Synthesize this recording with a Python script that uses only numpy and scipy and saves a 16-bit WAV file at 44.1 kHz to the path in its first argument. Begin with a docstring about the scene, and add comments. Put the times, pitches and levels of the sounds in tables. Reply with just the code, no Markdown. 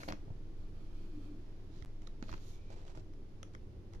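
"""A quiet room, heard through a hand-held phone's stereo microphone: rumble, throb, hum and hiss throughout.
First, right at the microphone, the hand slides, rubs, knocks and bumps on the hollow case. Around one second a
long slide rasps, and a low drone swells and fades in the background. From 1.8 s a beetle ticks and scrapes over
a smooth surface very close by; just after its first tick the sound drops out for an instant. The hand shifts
again, and at 2.5 s comes a faint, thin whistling squeak."""
import sys
import numpy as np
from scipy import signal
from scipy.fft import rfft, irfft, next_fast_len
from scipy.io import wavfile
from scipy.ndimage import map_coordinates

SR = 44100
rng = np.random.default_rng(int(sys.argv[2]) if len(sys.argv) > 2 else 0)


def int16_out(signal):
    """Quantize to a 16-bit WAV file."""
    q = np.round(np.clip(np.atleast_2d(signal).T, -1, 1) * 32767)
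    wavfile.write(sys.argv[1], SR, q.astype(np.int16))


N = 176400
TIME = np.arange(N) / SR


def amp(db):
    return 10 ** (np.asarray(db) / 20)


def unit(x):
    return x / np.sqrt(np.mean(x ** 2) + 1e-20)


def pan(db):
    """Left and right gains, db apart."""
    return amp([[db / 2], [-db / 2]])


def wobble(rate):
    """A smooth random curve, rate knots a second."""
    return map_coordinates(rng.standard_normal(N // 50), [TIME * rate], mode="wrap")


def swell(middle_s, width_s):
    """A bell-shaped rise and fall."""
    return np.exp(-.5 * ((TIME - middle_s) / width_s) ** 2)


def spectrum_db(hz, points):
    """Levels at hz along (Hz, dB) points, on a log frequency axis."""
    f, db = np.transpose(points)
    return np.interp(np.log(hz + 1), np.log(f), db)


def filtered(x, response):
    """x times a complex response of frequency."""
    size = next_fast_len(N + SR // 2)
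    return irfft(rfft(x, size) * response(np.fft.rfftfreq(size, 1 / SR)), size)[..., :N]


def coloured(x, points):
    """x shaped by (Hz, dB) points, at rms 1."""
    return unit(filtered(x, lambda hz: amp(spectrum_db(hz, points))))


def resonate(x, modes):
    """x through resonances of (Hz, width Hz, dB)."""
    return filtered(x, lambda f: sum(amp(db) * 1j * f * w / (c * c - f * f + 1j * f * w)
                                     for c, w, db in modes))


def struck(x, points):
    """x through a minimum-phase body of (Hz, dB) points; a unit pulse comes out with peak 1."""
    size = 2048
    cepstrum = irfft(np.log(amp(spectrum_db(np.fft.rfftfreq(size, 1 / SR), points))))
    answer = irfft(np.exp(rfft(2 * cepstrum[:size // 2], size)))
    return signal.fftconvolve(x, answer[None] / np.abs(answer).max(), axes=1)[:, :N]


def pair(x):
    """Two channels from one shared signal and two separate ones, in equal parts."""
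    return np.sqrt(.5) * (x[0] + x[1:])


def contacts(rows, crumble_s, crumble_db, push_db):
    """Each contact is a sharp push and a brief crumbling, tilted by its brightness."""
    out, t = np.zeros((2, N + SR)), np.arange(SR // 20) / SR
    floor_hz, pivot_hz, lead_samples = 500, 2000, 128
    octaves = np.log2(np.hypot(np.fft.rfftfreq(len(t), 1 / SR), floor_hz) / pivot_hz)
    for s, db, side_db, bright_db in rows:
        crumble = pair(rng.standard_normal((3, len(t)))) * np.sqrt(t) * np.exp(-t / crumble_s)
        hit = amp(crumble_db) * crumble / np.linalg.norm(crumble[0]) + amp(push_db) * (t == 0)
        hit = irfft(rfft(np.roll(hit, lead_samples, axis=1)) * amp(bright_db * octaves), len(t))
        start = round(s * SR) - lead_samples
        out[:, start:start + len(t)] += amp(db) * pan(side_db) * hit
    return out[:, :N]


def friction(rows, spectrum, spread_db, flutter_db, slips_per_s=1100, attack_s=0.00043, release_s=0.0069):
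    """Strokes of tiny slips of uneven size."""
    slips = (rng.random((3, N)) < slips_per_s / SR) * rng.choice([-1, 1], (3, N))
    sizes = amp(spread_db * np.clip(rng.standard_normal((3, N)), -2, 2))
    pressure = np.zeros((2, N))
    for s, length, db, side_db in rows:
        attack = np.clip((TIME - s) / attack_s, 0, 1)
        release = np.exp(-np.maximum(TIME - s - length, 0) / release_s)
        pressure += amp(db) * pan(side_db) * attack * release
    return pressure * unit(amp(flutter_db * wobble(150)) * coloured(pair(slips * sizes), spectrum))


def dying_tones(rows, t60_s):
    """One damped sine for each (s, dB, Hz) row."""
    out = np.zeros(N)
    for s, db, hz in rows:
        age = np.maximum(TIME - s, 0)
        out += amp(db - 60 * age / t60_s) * np.sin(2 * np.pi * hz * age)
    return out


def fuzzy_tone(rows, rough, rough_hz):
    """A rough tone along a (s, Hz, dB) curve; faster roughness makes it wider and noisier."""
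    s, hz, db = np.transpose(rows)
    phase = 2 * np.pi * np.cumsum(np.interp(TIME, s, hz)) / SR
    fuzz = wobble(rough_hz) * np.sin(phase) + wobble(rough_hz) * np.cos(phase)
    level = amp(np.interp(TIME, s, db)) * (TIME > s[0]) * (TIME < s[-1])
    return level * unit(np.sin(phase) + rough * fuzz)


# Colour of the room's rumble and of the hiss (frequency [Hz], level [dB])
RUMBLE_SPECTRUM = [(8, 5.5), (20, 5.5), (32, 4.5), (43, -0.5), (58, 3.5), (72, 0), (88, 0), (115, -3),
                   (160, -9), (205, -6), (255, -15), (295, -6), (380, -9.5), (470, -17), (700, -31.5),
                   (1100, -38), (2500, -60.5)]
HISS_SPECTRUM = [(100, 5), (600, 11), (1200, 1.5), (2500, -2.5), (5200, -6.5), (6800, -11.5), (8200, -21.5),
                 (10000, -15), (11300, -26.5), (12800, -18)]
# Course of the rumble, throb and hiss behind everything (time [s], level [dB])
RUMBLE_LEVEL = [(0, -51), (1.6, -53.5), (4, -51.5)]
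THROB_LEVEL = [(0.0, -58), (0.1, -47.5), (0.88, -43), (1.77, -48), (1.88, -43), (3.22, -49.5), (4.0, -54.5)]
HISS_LEVEL = [(0, -66.5), (.55, -68), (.95, -67.5), (1.3, -68), (1.55, -67), (2.0, -68), (3.0, -69),
              (4, -69.5)]
def room_tone(throb_hz=18, hum_hz=99.75):
    """All around the microphone: room rumble, a very low throb, mains hum and hiss."""
    mid, side = coloured(rng.standard_normal((2, N)), RUMBLE_SPECTRUM)
    rumble_db = np.interp(TIME, *np.transpose(RUMBLE_LEVEL)) + .6 * wobble(4.8)
    rumble = amp(rumble_db) * (mid + amp(-11.5) * np.array([side, -side]))
    phase = 2 * np.pi * throb_hz * TIME + 0.47 * wobble(2.9)
    throb_db = np.interp(TIME, *np.transpose(THROB_LEVEL))
    throb = amp(throb_db) * (np.sin(phase) + amp(-15) * np.sin(2 * phase))
    hum = amp(-59.5 + 1.4 * wobble(4.2)) * np.sin(2 * np.pi * hum_hz * TIME + .4 * wobble(7.5))
    hiss_db = np.interp(TIME, *np.transpose(HISS_LEVEL))
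    hiss = amp(hiss_db) * pan(-2.5) * coloured(rng.standard_normal((2, N)), HISS_SPECTRUM)
    return rumble + np.sqrt(2) * (throb + hum) + hiss


# Skin sliding beside the microphone (middle [s], half width [s], level [dB], fizz over swish [dB])
SLIDES = [(.02, 0.061, -70, 4.5), (.095, 0.0085, -69, -3), (1.78, 0.044, -72.5, -13),
          (2.33, 0.061, -69.5, -7), (2.496, 0.047, -72, 1.5), (2.7, 0.18, -78.5, -45)]
# Colour of the skin's swish and fizz (frequency [Hz], level [dB])
SWISH_SPECTRUM = [(300, -28), (1000, 4), (2000, -3), (3500, 1), (5000, -3.5), (7000, -7), (8200, -21.5),
                  (13000, -48)]
FIZZ_SPECTRUM = [(3000, -24), (6500, 4.5), (8200, -11), (9700, -5.5), (11200, -14), (12700, -11)]
def skin_slides():
    """Skin glides over the case, to the right: a swish with a fine fizz on top."""
    strokes = [(amp(db) * swell(s, width), fizz_db) for s, width, db, fizz_db in SLIDES]
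    swish = sum(gain for gain, _ in strokes) * coloured(pair(rng.standard_normal((3, N))), SWISH_SPECTRUM)
    fizz = sum(gain * amp(db) for gain, db in strokes) * coloured(rng.standard_normal((2, N)), FIZZ_SPECTRUM)
    flutter = amp(wobble(39.8) + wobble(700))
    return flutter * (pan(-7) * swish + pan(-1) * fizz)


# Gritty rubs of the grip (start [s], length [s], level [dB], left-right [dB])
RUBS = [(.003, 0.037, -53.5, 2), (.083, 0.0057, -44.5, -1.5), (.099, 0.0055, -50.5, 7),
        (.124, 0.014, -65, 9), (2.228, 0.0088, -56, -1.5), (2.283, 0.023, -58.5, -2),
        (2.314, 0.02, -58.5, 3), (2.345, 0.038, -68, 1), (2.972, 0.0054, -64, 4)]
# Knocks on the case (time [s], level [dB], thud over click [dB], left-right [dB], brightness [dB/octave])
KNOCKS = [(.0325, -38, -6, -3.5, 1), (0.0348, -37, -3.5, 5, 3), (0.0793, -46, 17, 6, -3),
          (0.0866, -32.5, 3, -0.5, 1), (.0895, -48, -4, -3, 0), (0.1058, -44.5, 11.5, 8, -1),
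          (.111, -43.5, 14, 9, -1), (.1236, -25.5, -16, -4, -0.5), (.134, -44, 10.5, 5, -4),
          (2.2264, -36, -4, -16, 0), (2.2302, -50.5, 0, -6, 1), (2.293, -45, -7, -16, -3),
          (2.316, -48.5, -1, -14, 6.5), (2.328, -38, -2, -12, -1), (2.3379, -36.5, -5, -7, -0.5),
          (2.3408, -34.5, -14, -3.5, -1), (2.7035, -53.5, 14, -13.5, 1.5), (2.9748, -45, 5, 3, -9)]
# Soft finger pats that only thud (time [s], level [dB], left-right [dB])
PATS = [(.281, -39, -1), (.303, -41.5, -7), (0.307, -46, 11), (3.947, -49, -8)]
# Dull bumps of the hand (time [s], level [dB], pitch [Hz])
BUMPS = [(0.273, -39, 131), (.304, -34.5, 115), (1.767, -45.5, 138), (1.822, -32, 67), (2.2253, -39, 241),
         (2.318, -27, 42.6), (2.338, -43, 121), (2.356, -37, 57.6), (2.976, -39.5, 126), (3.957, -32.5, 54)]
# Colour of the case when rubbed and when knocked (frequency [Hz], level [dB])
GRIT_SPECTRUM = [(100, -13), (300, -36), (420, 2.5), (600, 4), (730, 10), (860, 4.5), (1050, 0), (1300, -6),
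                 (1700, 0.5), (2400, -0.5), (3200, -5), (4400, -4), (6800, -16), (8200, -29.5),
                 (13000, -25.5)]
CASE_SPECTRUM = [(100, 18), (400, 10), (650, -15.5), (900, 13.5), (1350, 17.5), (1750, 11.5), (2200, 11),
                 (3000, -0.5), (4300, -4.5), (5700, 0), (7000, -4.5), (8200, -18.5), (13000, -63)]
# The case's low thud and hollow ring (frequency [Hz], width [Hz], level [dB])
THUD_MODES = [(207, 74, -3), (296, 23, 0), (535, 60, -16), (543, 244, -11)]
HOLLOW_MODES = [(601, 46, 4), (1434, 90, -5), (2170, 31, -18), (2450, 130, -8.5), (2800, 50, -6),
                (3260, 43, -5), (4250, 120, 1), (4760, 55, 0.5)]
def grip(thud_top_hz=910):
    """Handling noise: the hand rubs, knocks, bumps and pats the hollow case that holds the microphone."""
    click_rows = [(s, db, side, bright) for s, db, _, side, bright in KNOCKS]
    clicks = struck(contacts(click_rows, crumble_s=0.0011, crumble_db=-1.5, push_db=-.5), CASE_SPECTRUM)
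    thud_rows = [(s, db + thud, side / 2, 0) for s, db, thud, side, _ in KNOCKS]
    thud_rows += [(*pat, 0) for pat in PATS]
    blows = contacts(thud_rows, crumble_s=0.0077, crumble_db=-6, push_db=0.5)
    pulse_peak = np.abs(resonate(signal.unit_impulse(N), THUD_MODES)).max()
    lowpass = signal.butter(3, thud_top_hz, fs=SR, output="sos")
    thuds = signal.sosfilt(lowpass, resonate(blows, THUD_MODES) / pulse_peak)
    touch = clicks + friction(RUBS, GRIT_SPECTRUM, spread_db=4.5, flutter_db=1.5)
    hollow = resonate(touch, HOLLOW_MODES)
    return amp(-2.5) * touch + amp(-2) * hollow + thuds + dying_tones(BUMPS, t60_s=0.052)


# Case resonances that sliding skin stirs (frequency [Hz], width [Hz], level [dB])
RASP_MODES = [(1290, 190, 4.5), (2430, 210, 1), (3100, 350, -5), (4200, 180, -8)]
def hand_rasp():
    """One long, uneven slide of the hand rasps in the case, to the right of the microphone."""
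    level = amp(-73.5 + 2.8 * wobble(21.65)) * swell(middle_s=1.023, width_s=0.27)
    return level * pan(-7) * unit(resonate(rng.standard_normal((2, N)), RASP_MODES))


# A low drone in the background (time [s], pitch [Hz], level [dB])
DRONE_CURVE = [(.85, 340, -78), (0.999, 345, -63.5), (1.12, 308.4, -64), (1.18, 296, -49),
               (1.24, 269.7, -65), (1.28, 305, -55.5), (1.325, 288, -55.5), (1.402, 345, -56),
               (1.46, 346, -81), (1.63, 310, -82), (1.72, 310, -58.5), (1.8, 390, -64.5), (1.87, 390, -90)]
# Noise around the drone (frequency [Hz], level [dB])
WASH_SPECTRUM = [(110, -18), (190, 9), (250, 5), (400, -5), (520, -40), (1200, -32), (2500, -45.5)]
def drone():
    """Dead centre, a fuzzy low tone swells, sags and rises again inside a soft wash of noise."""
    wash = amp(-59.5) * swell(middle_s=1.2, width_s=0.2) * coloured(rng.standard_normal(N), WASH_SPECTRUM)
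    return fuzzy_tone(DRONE_CURVE, rough=.4, rough_hz=90) + wash


# Claws landing on the surface (time [s], level [dB], left-right [dB], brightness [dB/octave])
CLAW_TICKS = [(1.8238, -52.5, -18, -2), (2.0195, -61, -11, 2), (2.0722, -52, -2, 0.5),
              (2.0745, -55, -16, 1), (2.378, -50, -5, -1.5), (2.7035, -59, -1, 1.5),
              (2.8795, -47.5, -2, -2.5), (2.9535, -55, -2, 0.5), (2.963, -66, 9, -2),
              (3.1365, -56.5, -1, 0), (3.4303, -39.5, -5, 0.5), (3.5495, -42.5, -1, -1.5),
              (3.9355, -52, -3, 0.5), (3.949, -55.5, 4, 0)]
# Legs scraping over it (start [s], length [s], level [dB], left-right [dB])
LEG_SCRAPES = [(2.015, 0.062, -70.5, -10), (2.702, 0.041, -62.5, -9.5), (2.76, 0.075, -64.5, -5),
               (2.85, 0.068, -62, -6), (2.95, 0.054, -65, -10.5), (3.535, 0.014, -68, -13),
               (3.925, 0.041, -65.5, -4)]
# Colour of a tick and of a scrape, close up (frequency [Hz], level [dB])
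TICK_SPECTRUM = [(100, -10), (550, 14.5), (900, -6), (1300, 15), (1600, 4.5), (2090, 11), (2600, -7),
                 (3200, 5), (4500, -10.5), (5400, 1.5), (6900, -2), (8200, -25.5), (9600, -5), (13000, -36)]
SCRAPE_SPECTRUM = [(200, 15), (700, 16), (1400, 6.5), (2500, 4), (4000, -2.5), (6800, -4), (8200, -10),
                   (10000, -20), (13000, -21)]
# A claw flicks free and pings (time [s], level [dB], pitch [Hz])
CLAW_PINGS = [(2.072, -47, 3870), (3.9355, -64, 4100)]
def beetle():
    """Very close to the microphone, claws tick on a smooth surface, scrape and ping."""
    ticks = struck(contacts(CLAW_TICKS, crumble_s=0.00083, crumble_db=5, push_db=-11.5), TICK_SPECTRUM)
    scrapes = friction(LEG_SCRAPES, SCRAPE_SPECTRUM, spread_db=5, flutter_db=-1)
    pings = pan(-5) * dying_tones(CLAW_PINGS, t60_s=0.01)
    return amp(2) * ticks + scrapes + pings


# A faint thin whistling squeak (time [s], pitch [Hz], level [dB])
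THIN_SQUEAK = [(2.53, 2326, -77.5), (2.564, 2310, -77), (2.64, 2390, -81), (2.735, 2340, -74),
               (2.77, 2330, -80)]
def thin_squeak():
    """Near the microphone, a faint, rough tone whistles briefly."""
    return fuzzy_tone(THIN_SQUEAK, rough=1.1, rough_hz=260)


# Balance of the microphone's two ports (frequency [Hz], left-right [dB])
PORT_BALANCE = [(300, -1.5), (1200, 0), (2500, 6.5), (4000, -8.5), (6000, -3), (8000, -3.5), (12000, 20)]
def microphone_ports(x, lag_s=0.000346):
    """Near sounds reach the left port a little after the right; each port has its own colour."""
    side = np.array([[1], [-1]])
    return filtered(x, lambda hz: amp(side * spectrum_db(hz, PORT_BALANCE) / 2)
                    * np.exp(-1j * np.pi * hz * lag_s * side))


def room_reverb(x, t60_s=0.27):
    """The short answer of a small room's walls."""
    t = np.arange(SR // 2) / SR
    tail = rng.standard_normal((2, len(t))) * amp(-60 * t / t60_s) * (t > .005)
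    return signal.fftconvolve(x.mean(0)[None], tail / np.linalg.norm(tail[0]), axes=1)[:, :N]


def scene():
    """Close sounds with their reverb; room tone and drone behind."""
    near = microphone_ports(beetle() + thin_squeak() + grip() + skin_slides() + hand_rasp())
    return near + amp(-9) * room_reverb(near) + room_tone() + drone()


def record(dry):
    """The sound drops out for an instant; nothing is kept above the band limit."""
    gap_start_s, gap_end_s, top_hz = 1.849, 1.8595, 13200
    live = (TIME < gap_start_s) | (TIME > gap_end_s)
    return filtered(dry * live, lambda hz: hz < top_hz)


dry = scene()
out = record(dry)
int16_out(out)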